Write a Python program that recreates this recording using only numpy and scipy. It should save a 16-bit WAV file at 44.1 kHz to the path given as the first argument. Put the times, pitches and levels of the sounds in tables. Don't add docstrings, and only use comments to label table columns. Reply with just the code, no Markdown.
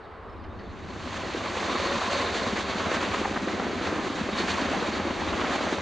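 import sys
import numpy as np
from scipy import signal
from scipy.fft import rfft, irfft, next_fast_len
from scipy.io import wavfile

SR = 44100
rng = np.random.default_rng(int(sys.argv[2]) if len(sys.argv) > 2 else 0)


def wav_out(sig):
    wavfile.write(sys.argv[1], SR, np.round(np.clip(np.atleast_2d(sig).T, -1, 1) * 32767).astype(np.int16))


N = 256265
BLADE_HZ, BLADE_PHASE = 17.83, .1


def from_db(db):
    return 10 ** (np.asarray(db) / 20)


def rms_one(x):
    return x / np.sqrt(np.mean(x ** 2) + 1e-20)


def in_time(rows):
    times, *columns = np.transpose(rows)
    return [np.interp(np.arange(N) / SR, times, column) for column in columns]


def at_hz(points, hz):
    frequencies, levels = np.transpose(points)
    return np.interp(np.log(hz), np.log(frequencies), levels)


def add(out, start, sound):
    out[:, start:start + sound.shape[1]] += sound[:, :N - start]


def drift(corner_hz):
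    step = 40
    pole = np.exp(-2 * np.pi * step * corner_hz / SR)
    noise = rng.standard_normal(N // step + 2002)
    slow = signal.lfilter([1], [1, -2 * pole, pole * pole], noise)[2000:]
    return np.interp(np.arange(N) / step, np.arange(len(slow)), rms_one(slow))


def resonance(x, hz, width_hz):
    r = np.exp(-np.pi * width_hz / SR)
    feedback = [1, -2 * r * np.cos(2 * np.pi * hz / SR), r * r]
    return signal.lfilter([(1 - r * r) / 2, 0, (r * r - 1) / 2], feedback, x)


def ringing(drive, hz, width_hz):
    return rms_one(resonance(resonance(drive, hz, width_hz), hz, width_hz))


def noise_bands(spectrum, count, gain_db):
    # frequency in Hz, level of the side signal against the mid in dB.
    side_db = [(25, -6), (60, -11), (120, -8.5), (260, -12), (530, -13), (1110, -12.5), (2300, -14.5),
               (4760, -15.5), (9860, -5.5)]
    # frequency in Hz, level of the left channel over the right in dB.
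    left_db = [(60, -0.5), (140, 0.5), (330, 2), (770, 0), (1800, -1), (4210, -2), (9860, 0)]
    size = next_fast_len(N)
    hz = np.maximum(np.arange(size // 2 + 1) * SR / size, 1)
    mid, side = rfft(rng.standard_normal((2, size))) * from_db(at_hz(spectrum, hz))
    side = side * from_db(at_hz(side_db, hz))
    lean = from_db(at_hz(left_db, hz) / 2)
    pair = np.array([(mid + side) * lean, (mid - side) / lean]) / np.std(irfft(mid, size))
    low_hz, high_hz = spectrum[0][0], spectrum[-1][0]
    pair *= (hz > low_hz) & (hz < high_hz)
    centres = np.geomspace(low_hz, high_hz, count)
    place = np.interp(np.log(hz), np.log(centres), np.arange(count))
    out = np.zeros((2, N))
    for k, centre in enumerate(centres):
        triangle = np.maximum(1 - abs(place - k), 0)
        out += from_db(gain_db(centre)) * irfft(pair * triangle, size)[:, :N]
    return out


def ground_reflection(x):
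    # frequency in Hz, width in Hz, gain at the dip in dB.
    dips = [(130.7, 15, -11), (413.5, 27, -8.5), (933, 60, -2), (1420, 62, -2.5)]
    for hz, width_hz, db in dips:
        x = x - (1 - from_db(db)) * resonance(x, hz, width_hz)
    return x


def glide(length_s, pitches_hz):
    along = np.linspace(0, 1, int(length_s * SR))
    hz = np.polyval(np.polyfit([0, .5, 1], pitches_hz, 2), along)
    return 2 * np.pi * np.cumsum(hz) / SR


def birds():
    # start and length in seconds, start, middle and end pitch in Hz, level in dB.
    whistles = [(.290, .022, 5430, 5200, 5100, -70), (.325, .014, 5100, 5150, 5000, -70),
                (.360, .02, 3850, 3900, 4100, -69), (0.373, 0.07, 5100, 4800, 4500, -72),
                (0.447, .012, 4300, 4400, 4400, -68), (0.494, .036, 3550, 3760, 3250, -64),
                (0.546, .028, 3620, 3800, 3700, -65), (0.584, 0.036, 4100, 4520, 3900, -59),
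                (.624, .036, 4250, 4450, 4450, -66), (.654, .024, 3650, 3520, 3500, -61),
                (.692, .022, 4100, 4150, 4350, -62)]
    # start of a chirp in seconds, level in dB.
    chirps = [(.436, -62), (.587, -58)]
    chirp_hz = [1090, 915, 750]
    # harmonic number, relative level in dB, length in seconds.
    partials = [(2, 10, .038), (3, 4, 0.018), (4, -2, 0.026), (5, -4, .018), (6, -12, .014)]
    # delay of an echo in seconds, gain in dB.
    echoes = [(.011, -12), (.023, -13), (.041, -18)]

    def tone(phase):
        return np.sin([phase]) * signal.windows.tukey(len(phase), .6)

    out = np.zeros((1, N))
    for s, length_s, *pitches_hz, db in whistles:
        add(out, round(s * SR), np.sqrt(2) * from_db(db) * tone(glide(length_s, pitches_hz)))
    chirp_phase = glide(.038, chirp_hz)
    for s, db in chirps:
        for harmonic, partial_db, length_s in partials:
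            partial = tone(harmonic * chirp_phase[:int(length_s * SR)])
            add(out, round(s * SR), from_db(db + partial_db) * partial)
    out *= 1 + .4 * drift(500)
    return out + sum(from_db(db) * np.roll(out, int(delay_s * SR)) for delay_s, db in echoes)


def far_roar():
    # time in seconds, level in dB, lift below 330 Hz in dB.
    course = [(0, -43, -11), (.3, -43.2, -10), (.45, -44, 2), (.9, -48, 0), (1.3, -46, 0), (1.6, -92, 0)]
    # frequency in Hz, relative spectral density in dB.
    spectrum = [(76, -37), (130, -14), (170, -10.5), (280, -10.5), (390, -4), (445, -1), (495, -11),
                (1130, -8.5), (2500, -26), (3200, -31), (4500, -37.5), (5600, -46.5), (10600, -62)]
    level_db, low_db = in_time(course)
    roar = noise_bands(spectrum, count=12, gain_db=lambda hz: (hz < 330) * low_db + .7 * drift(9.5))
    return from_db(level_db) * roar


def rumble():
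    # time in seconds, level of the noise in dB.
    course = [(0.0, -51), (0.18, -49), (0.45, -41), (.8, -46), (1.5, -47), (3.09, -44), (4.16, -47.5),
              (5.24, -43), (5.81, -51.5)]
    # frequency in Hz, relative spectral density in dB.
    spectrum = [(8.8, -35.5), (15, -16), (27, -14), (81, -0.5), (97, -4), (124, -7.5), (135, -11),
                (180, -27), (300, -120)]
    # time of a throb's peak in seconds, level in dB, frequency in Hz.
    throbs = [(0.224, -48, 80), (0.409, -41, 80.5), (0.454, -50, 81), (0.494, -41, 81), (0.589, -38.5, 81),
              (0.693, -40, 87), (0.736, -46, 90), (0.808, -47, 95), (0.935, -45, 80), (0.981, -43, 93),
              (1.042, -45, 92), (1.114, -38, 84), (1.192, -43, 80), (1.28, -43, 84), (1.337, -44.0, 99),
              (1.412, -40, 97), (1.502, -45.3, 86), (1.573, -39.9, 87), (1.647, -46, 91), (1.799, -37, 86),
              (1.842, -52, 84), (1.9, -53, 91), (1.952, -36, 91), (2.035, -43.3, 91), (2.096, -50, 89),
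              (2.143, -41.1, 88), (2.207, -36, 89), (2.258, -40.5, 90), (2.324, -38, 82),
              (2.402, -45.9, 89), (2.474, -34, 97), (2.541, -45, 89), (2.655, -44.9, 87), (2.705, -42, 94),
              (2.806, -39, 85), (2.876, -40.2, 89), (2.96, -36, 90), (3.114, -35, 89), (3.212, -43, 80.5),
              (3.279, -56, 92), (3.339, -44, 94), (3.439, -40.2, 92), (3.551, -34.5, 88.5),
              (3.667, -43, 90), (3.78, -39, 90), (3.885, -33.5, 84), (3.998, -41, 92), (4.115, -41, 93),
              (4.234, -39, 87), (4.394, -43.4, 92), (4.443, -46, 94), (4.505, -44, 85.5),
              (4.666, -43.1, 91), (4.712, -43, 87), (4.802, -52, 81), (4.901, -44, 83), (4.977, -38, 84),
              (5.022, -40, 91), (5.124, -41.0, 86), (5.166, -39, 80), (5.244, -36, 89), (5.292, -33, 79),
              (5.413, -36.5, 79), (5.515, -41, 79), (5.612, -49, 86), (5.67, -38, 89), (5.789, -37, 87)]
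    out = from_db(in_time(course)[0]) * noise_bands(spectrum, count=3, gain_db=lambda hz: drift(8.5))
    spread_s = .011
    t = np.arange(-3 * spread_s, 3 * spread_s, 1 / SR)
    bell = np.exp(-.5 * (t / spread_s) ** 2)
    for s, db, hz in throbs:
        throb = bell * np.sin(2 * np.pi * (hz * t + rng.random()))
        add(out, round((s + t[0]) * SR), np.sqrt(2) * from_db(db) * throb[None])
    return out


def swish_db(rise_s=.02, fall_s=.023):
    # time of a sweep's peak in seconds, treble rise in dB.
    sweeps = [(0.96, -1), (1.023, 1), (1.09, 1.5), (1.154, 3), (1.19, 1), (1.375, 1), (1.457, 2),
              (1.578, 4), (1.698, 1), (1.805, 1), (1.873, 0.5), (1.926, 2), (2.059, 3), (2.13, 4.5),
              (2.185, 3), (2.365, 3.5), (2.48, 4), (2.59, 4.5), (2.7, 3.5), (2.811, 2.5), (2.92, 3.5),
              (2.95, 3), (3.031, 5), (3.151, 3.5), (3.251, 0), (3.521, 2), (3.63, 0.5), (3.742, 1),
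              (3.851, 4.5), (3.981, 0.5), (4.079, 2), (4.197, 2), (4.295, 0), (4.37, 2.5), (4.402, 4),
              (4.445, 0), (4.506, 6.5), (4.619, 3), (4.728, 0.5), (4.875, 4), (4.957, 3), (5.066, 2),
              (5.216, 1.5), (5.292, 2.5), (5.4, 0), (5.537, 4), (5.606, 1), (5.728, 2.5)]
    t = np.arange(N) / SR
    return sum(db * np.exp(-.5 * ((t - s) / np.where(t < s, rise_s, fall_s)) ** 2) for s, db in sweeps)


def engine():
    # frequency of a resonance in Hz, width in Hz, level in dB.
    modes = [(555, 66, -42.5), (1050, 154, -41), (1035, 60, -53), (1725, 18, -54.5), (3765, 400, -47.5),
             (4350, 450, -47.5)]
    # time in seconds, gain of all the resonances in dB.
    ring_course = [(.5, -29), (.9, -15.5), (1.5, -6), (1.8, 1.5), (2.2, 1), (2.9, -5.5), (3.4, -15.5),
                   (4.4, -5.5), (5.0, -7), (5.81, -10)]
    # time in seconds, frequency of the hum in Hz, level in dB.
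    gear_hum = [(.6, 406, -81), (1.4, 426, -75), (2.4, 395, -44.5), (3.3, 402.3, -44), (3.9, 397.5, -43.5),
                (4.8, 402.6, -48.5), (5.81, 400.6, -47)]
    rings = sum(from_db(db + 3.6 * drift(14)) * ringing(rng.standard_normal(N), hz, width_hz)
                for hz, width_hz, db in modes)
    hum_hz, hum_db = in_time(gear_hum)
    hum_phase = 2 * np.pi * np.cumsum(hum_hz) / SR
    hum = np.sqrt(2) * from_db(hum_db + .92 * drift(11)) * np.sin(hum_phase)
    return from_db(in_time(ring_course)[0] + .88 * swish_db()) * rings + hum


def blade_push():
    # time in seconds, level in dB.
    course = [(.6, -73), (1.5, -59), (2.5, -45.5), (3.5, -45), (4.1, -47), (4.6, -46.5), (4.9, -45.5),
              (5.81, -57)]
    # frequency of a band of the pulse in Hz, width in Hz, gain in dB.
    pulse_bands = [(95, 39, -9.5), (206.3, 51, 4.5)]
    lead, jitter = .08, .02
    imbalance, waver_db = .5, 1.2
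    passes = np.arange(1, int(N / SR * BLADE_HZ))
    timing, strength = rng.standard_normal((len(passes), 2)).T
    times = (passes + BLADE_PHASE - lead + jitter * timing) / BLADE_HZ
    impulses = np.zeros(N)
    impulses[(times * SR).astype(int)] = ((-1) ** passes - imbalance) * from_db(waver_db * strength)
    pulses = sum(from_db(db) * ringing(impulses, hz, width_hz) for hz, width_hz, db in pulse_bands)
    return from_db(in_time(course)[0]) * pulses


def near_roar():
    # time in seconds, level in dB, tilt above 500 Hz in dB per octave, bass lift in dB.
    course = [(.15, -55, -5.5, 4), (.35, -51, -6, 5), (0.6, -47, -3, 8), (.9, -40.5, -0.5, 8),
              (1.09, -40, 1, 7.5), (1.27, -34, 0, 1), (1.55, -32.5, .5, 0.5), (1.83, -28.5, 0, -1),
              (2.08, -30, 0.5, -2.5), (2.3, -29, 0, -3.5), (2.6, -32, 0, -0.5), (3.04, -28.5, -.5, 0),
              (3.21, -31.5, 0.5, -0.5), (3.6, -32, -1, 1.5), (4.0, -31, -0.5, 1.5), (4.31, -33, 0.5, 5.5),
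              (4.65, -28.5, 0, -1.5), (5.14, -31.5, -1, 2), (5.47, -28.5, -0.5, -1.5),
              (5.81, -31.5, 0, 2.5)]
    # frequency in Hz, relative spectral density in dB.
    spectrum = [(76, -40), (135, -11.5), (200, -3), (380, -2.5), (450, -5), (1210, -8), (2180, -12.5),
                (2860, -16), (4400, -19), (5240, -27), (6410, -24), (7280, -30), (8300, -41), (10600, -52)]
    level_db, tilt, body_db = in_time(course)
    t = np.arange(N) / SR
    phase = 2 * np.pi * (BLADE_HZ * t - BLADE_PHASE)
    beat_db = .44 * (np.cos(phase) + 1.6 * np.cos(2 * phase))
    treble_db = swish_db()
    from_lull = (BLADE_HZ / 2 * t - .87 + .5) % 1 - .5
    lull_db = 3 * np.exp(-.5 * (from_lull / .06) ** 2)
    gust_db = .6 * drift(7.5) + .6 * drift(38)

    def gain_db(hz):
        treble_share = np.clip(np.log2(hz / 350) / 2.7, 0, 1)
        bass_share = np.clip(np.log2(450 / hz), 0, 1)
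        colour_db = tilt * np.log2(max(hz, 500) / 900) + bass_share * (body_db - lull_db)
        blade_db = treble_share * treble_db + (1 - treble_share) * beat_db
        flicker_db = .8 * drift(30) + .3 * drift(1.15)
        return colour_db + blade_db + gust_db + flicker_db
    return from_db(level_db) * noise_bands(spectrum, count=12, gain_db=gain_db)


def puff(s, spread_s, hz, edge_ratio, crackle_db):
    half = int(3 * spread_s * SR)
    bell = np.exp(-.5 * (np.arange(-half, half) / (spread_s * SR)) ** 2)
    band = signal.butter(2, [hz / edge_ratio, hz * edge_ratio], "band", fs=SR, output="sos")
    noise = rng.standard_normal((2, 2400)) * from_db(crackle_db * rng.standard_normal(2400))
    mid, side = signal.sosfilt(band, noise)[:, 800:800 + 2 * half] * bell
    pair = mid + from_db(-19) * side * np.array([[1], [-1]])
    centre_rms = np.sqrt(np.sum(mid ** 2) / np.sum(bell ** 2))
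    return round(s * SR) - half, pair / centre_rms


def thump(s, hz, pitch_fall=.3):
    cycles = np.arange(-3, 3, hz / SR)
    phase = 2 * np.pi * (cycles - pitch_fall * cycles ** 2 / 6 + rng.random())
    bell = np.exp(-.5 * cycles ** 2)
    return round(s * SR) - len(cycles) // 2, np.sqrt(2) * bell * np.cos([phase])


def blade_slaps():
    # time in seconds, level in dB, centre frequency in Hz, relative level of the crack in dB.
    slaps = [(0.964, -34, 350, -8), (1.05, -35, 308, -14), (1.075, -35, 700, -1.5), (1.125, -35, 337, -4),
             (1.235, -26, 380, -11), (1.35, -25, 350, -22), (1.375, -29, 350, -11), (1.409, -31.5, 800, 2),
             (1.462, -31.5, 370, 3), (1.571, -25.5, 487, -9), (1.63, -32, 900, 2), (1.684, -17.5, 545, -16),
             (1.697, -29, 303, -6), (1.754, -24, 332, -4), (1.802, -28.5, 452, -4), (1.92, -25, 450, -4),
             (2.02, -22, 1000, -4.5), (2.132, -27, 760, -9), (2.145, -30, 312, -10), (2.207, -27, 309, -11),
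             (2.249, -26.5, 340, 0), (2.359, -39, 609, 6), (2.466, -27.5, 700, -1), (2.474, -24, 266, -18),
             (2.536, -26, 260, -20), (2.581, -30, 537, 1), (2.698, -28, 248, -3), (2.758, -34, 267, -20),
             (2.803, -26.5, 630, -3), (2.862, -29, 280, -20), (2.916, -20.5, 570, -18),
             (2.981, -33, 273, -20), (3.03, -22, 695, -5), (3.095, -36, 282, -20), (3.138, -26, 900, -2.5),
             (3.145, -25.5, 900, 2), (3.215, -24, 320, -20), (3.253, -24.5, 900, -2),
             (3.259, -20.5, 840, -13), (3.314, -25, 300, -23), (3.364, -25.5, 296, -0.5),
             (3.373, -23.5, 750, -4), (3.442, -27.5, 260, -24), (3.477, -21, 280, -11),
             (3.486, -29, 895, 0), (3.54, -25, 350, -21), (3.601, -24, 480, -3.5), (3.629, -28, 340, -15),
             (3.668, -23, 433, -24), (3.704, -36, 336, -6), (3.762, -36, 259, -20), (3.814, -24, 312, -16),
             (3.874, -26.5, 510, -4), (3.929, -20, 394, -24), (3.961, -25, 317, -20),
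             (3.991, -24.5, 330, -24), (4.05, -28, 282, -15), (4.074, -27, 342, -13),
             (4.102, -25, 264, -11), (4.186, -25.5, 287, -7), (4.214, -21, 260, -14),
             (4.292, -21, 352, -13), (4.333, -31, 240, -17), (4.407, -23.5, 343, -20),
             (4.447, -30, 230, -10), (4.515, -28, 293, -7), (4.549, -26, 231, -16),
             (4.601, -23.5, 615, -15), (4.623, -25, 252, -15), (4.656, -27, 266, -3), (4.717, -26, 325, -9),
             (4.736, -21, 298, -14), (4.776, -30, 278, -16), (4.828, -20.5, 393, -9),
             (4.887, -24, 382, -16), (4.939, -24, 326, -22), (5.002, -28.5, 345, -1),
             (5.054, -23, 328, -15), (5.072, -23.5, 290, -12), (5.11, -22.5, 332, -5),
             (5.211, -32, 288, -15), (5.223, -24, 780, -16), (5.277, -28, 295, -6),
             (5.334, -28.5, 318, 2.5), (5.392, -37, 300, -11), (5.438, -25, 315, -10),
             (5.446, -24.5, 895, -3), (5.504, -24, 250, -24), (5.562, -24, 381, -16), (5.61, -22, 560, -10),
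             (5.674, -22.5, 750, -9), (5.727, -19.5, 370, -17), (5.785, -24, 500, -6)]
    air_db, pulse_db = -7.0, -3.45
    out = np.zeros((2, N))
    for s, db, hz, crack_db in slaps:
        start, air = puff(s, spread_s=.0035, hz=hz, edge_ratio=1.62, crackle_db=9.5)
        add(out, start, from_db(db + air_db) * air)
        start, pulse = thump(s, hz)
        add(out, start, from_db(db + pulse_db) * pulse)
        start, crack = puff(s, spread_s=.003, hz=970, edge_ratio=1.52, crackle_db=4.5)
        add(out, start, from_db(db + crack_db) * crack)
    return signal.sosfilt(signal.butter(4, 3500, fs=SR, output="sos"), out)


def scene():
    direct = near_roar() + far_roar() + blade_slaps() + blade_push() + rumble()
    return ground_reflection(direct) + engine() + birds()


def record(dry):
    cutoff_hz = 10465
    return signal.sosfilt(signal.ellip(12, .5, 70, cutoff_hz, fs=SR, output="sos"), dry)


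dry = scene()
out = record(dry)
wav_out(out)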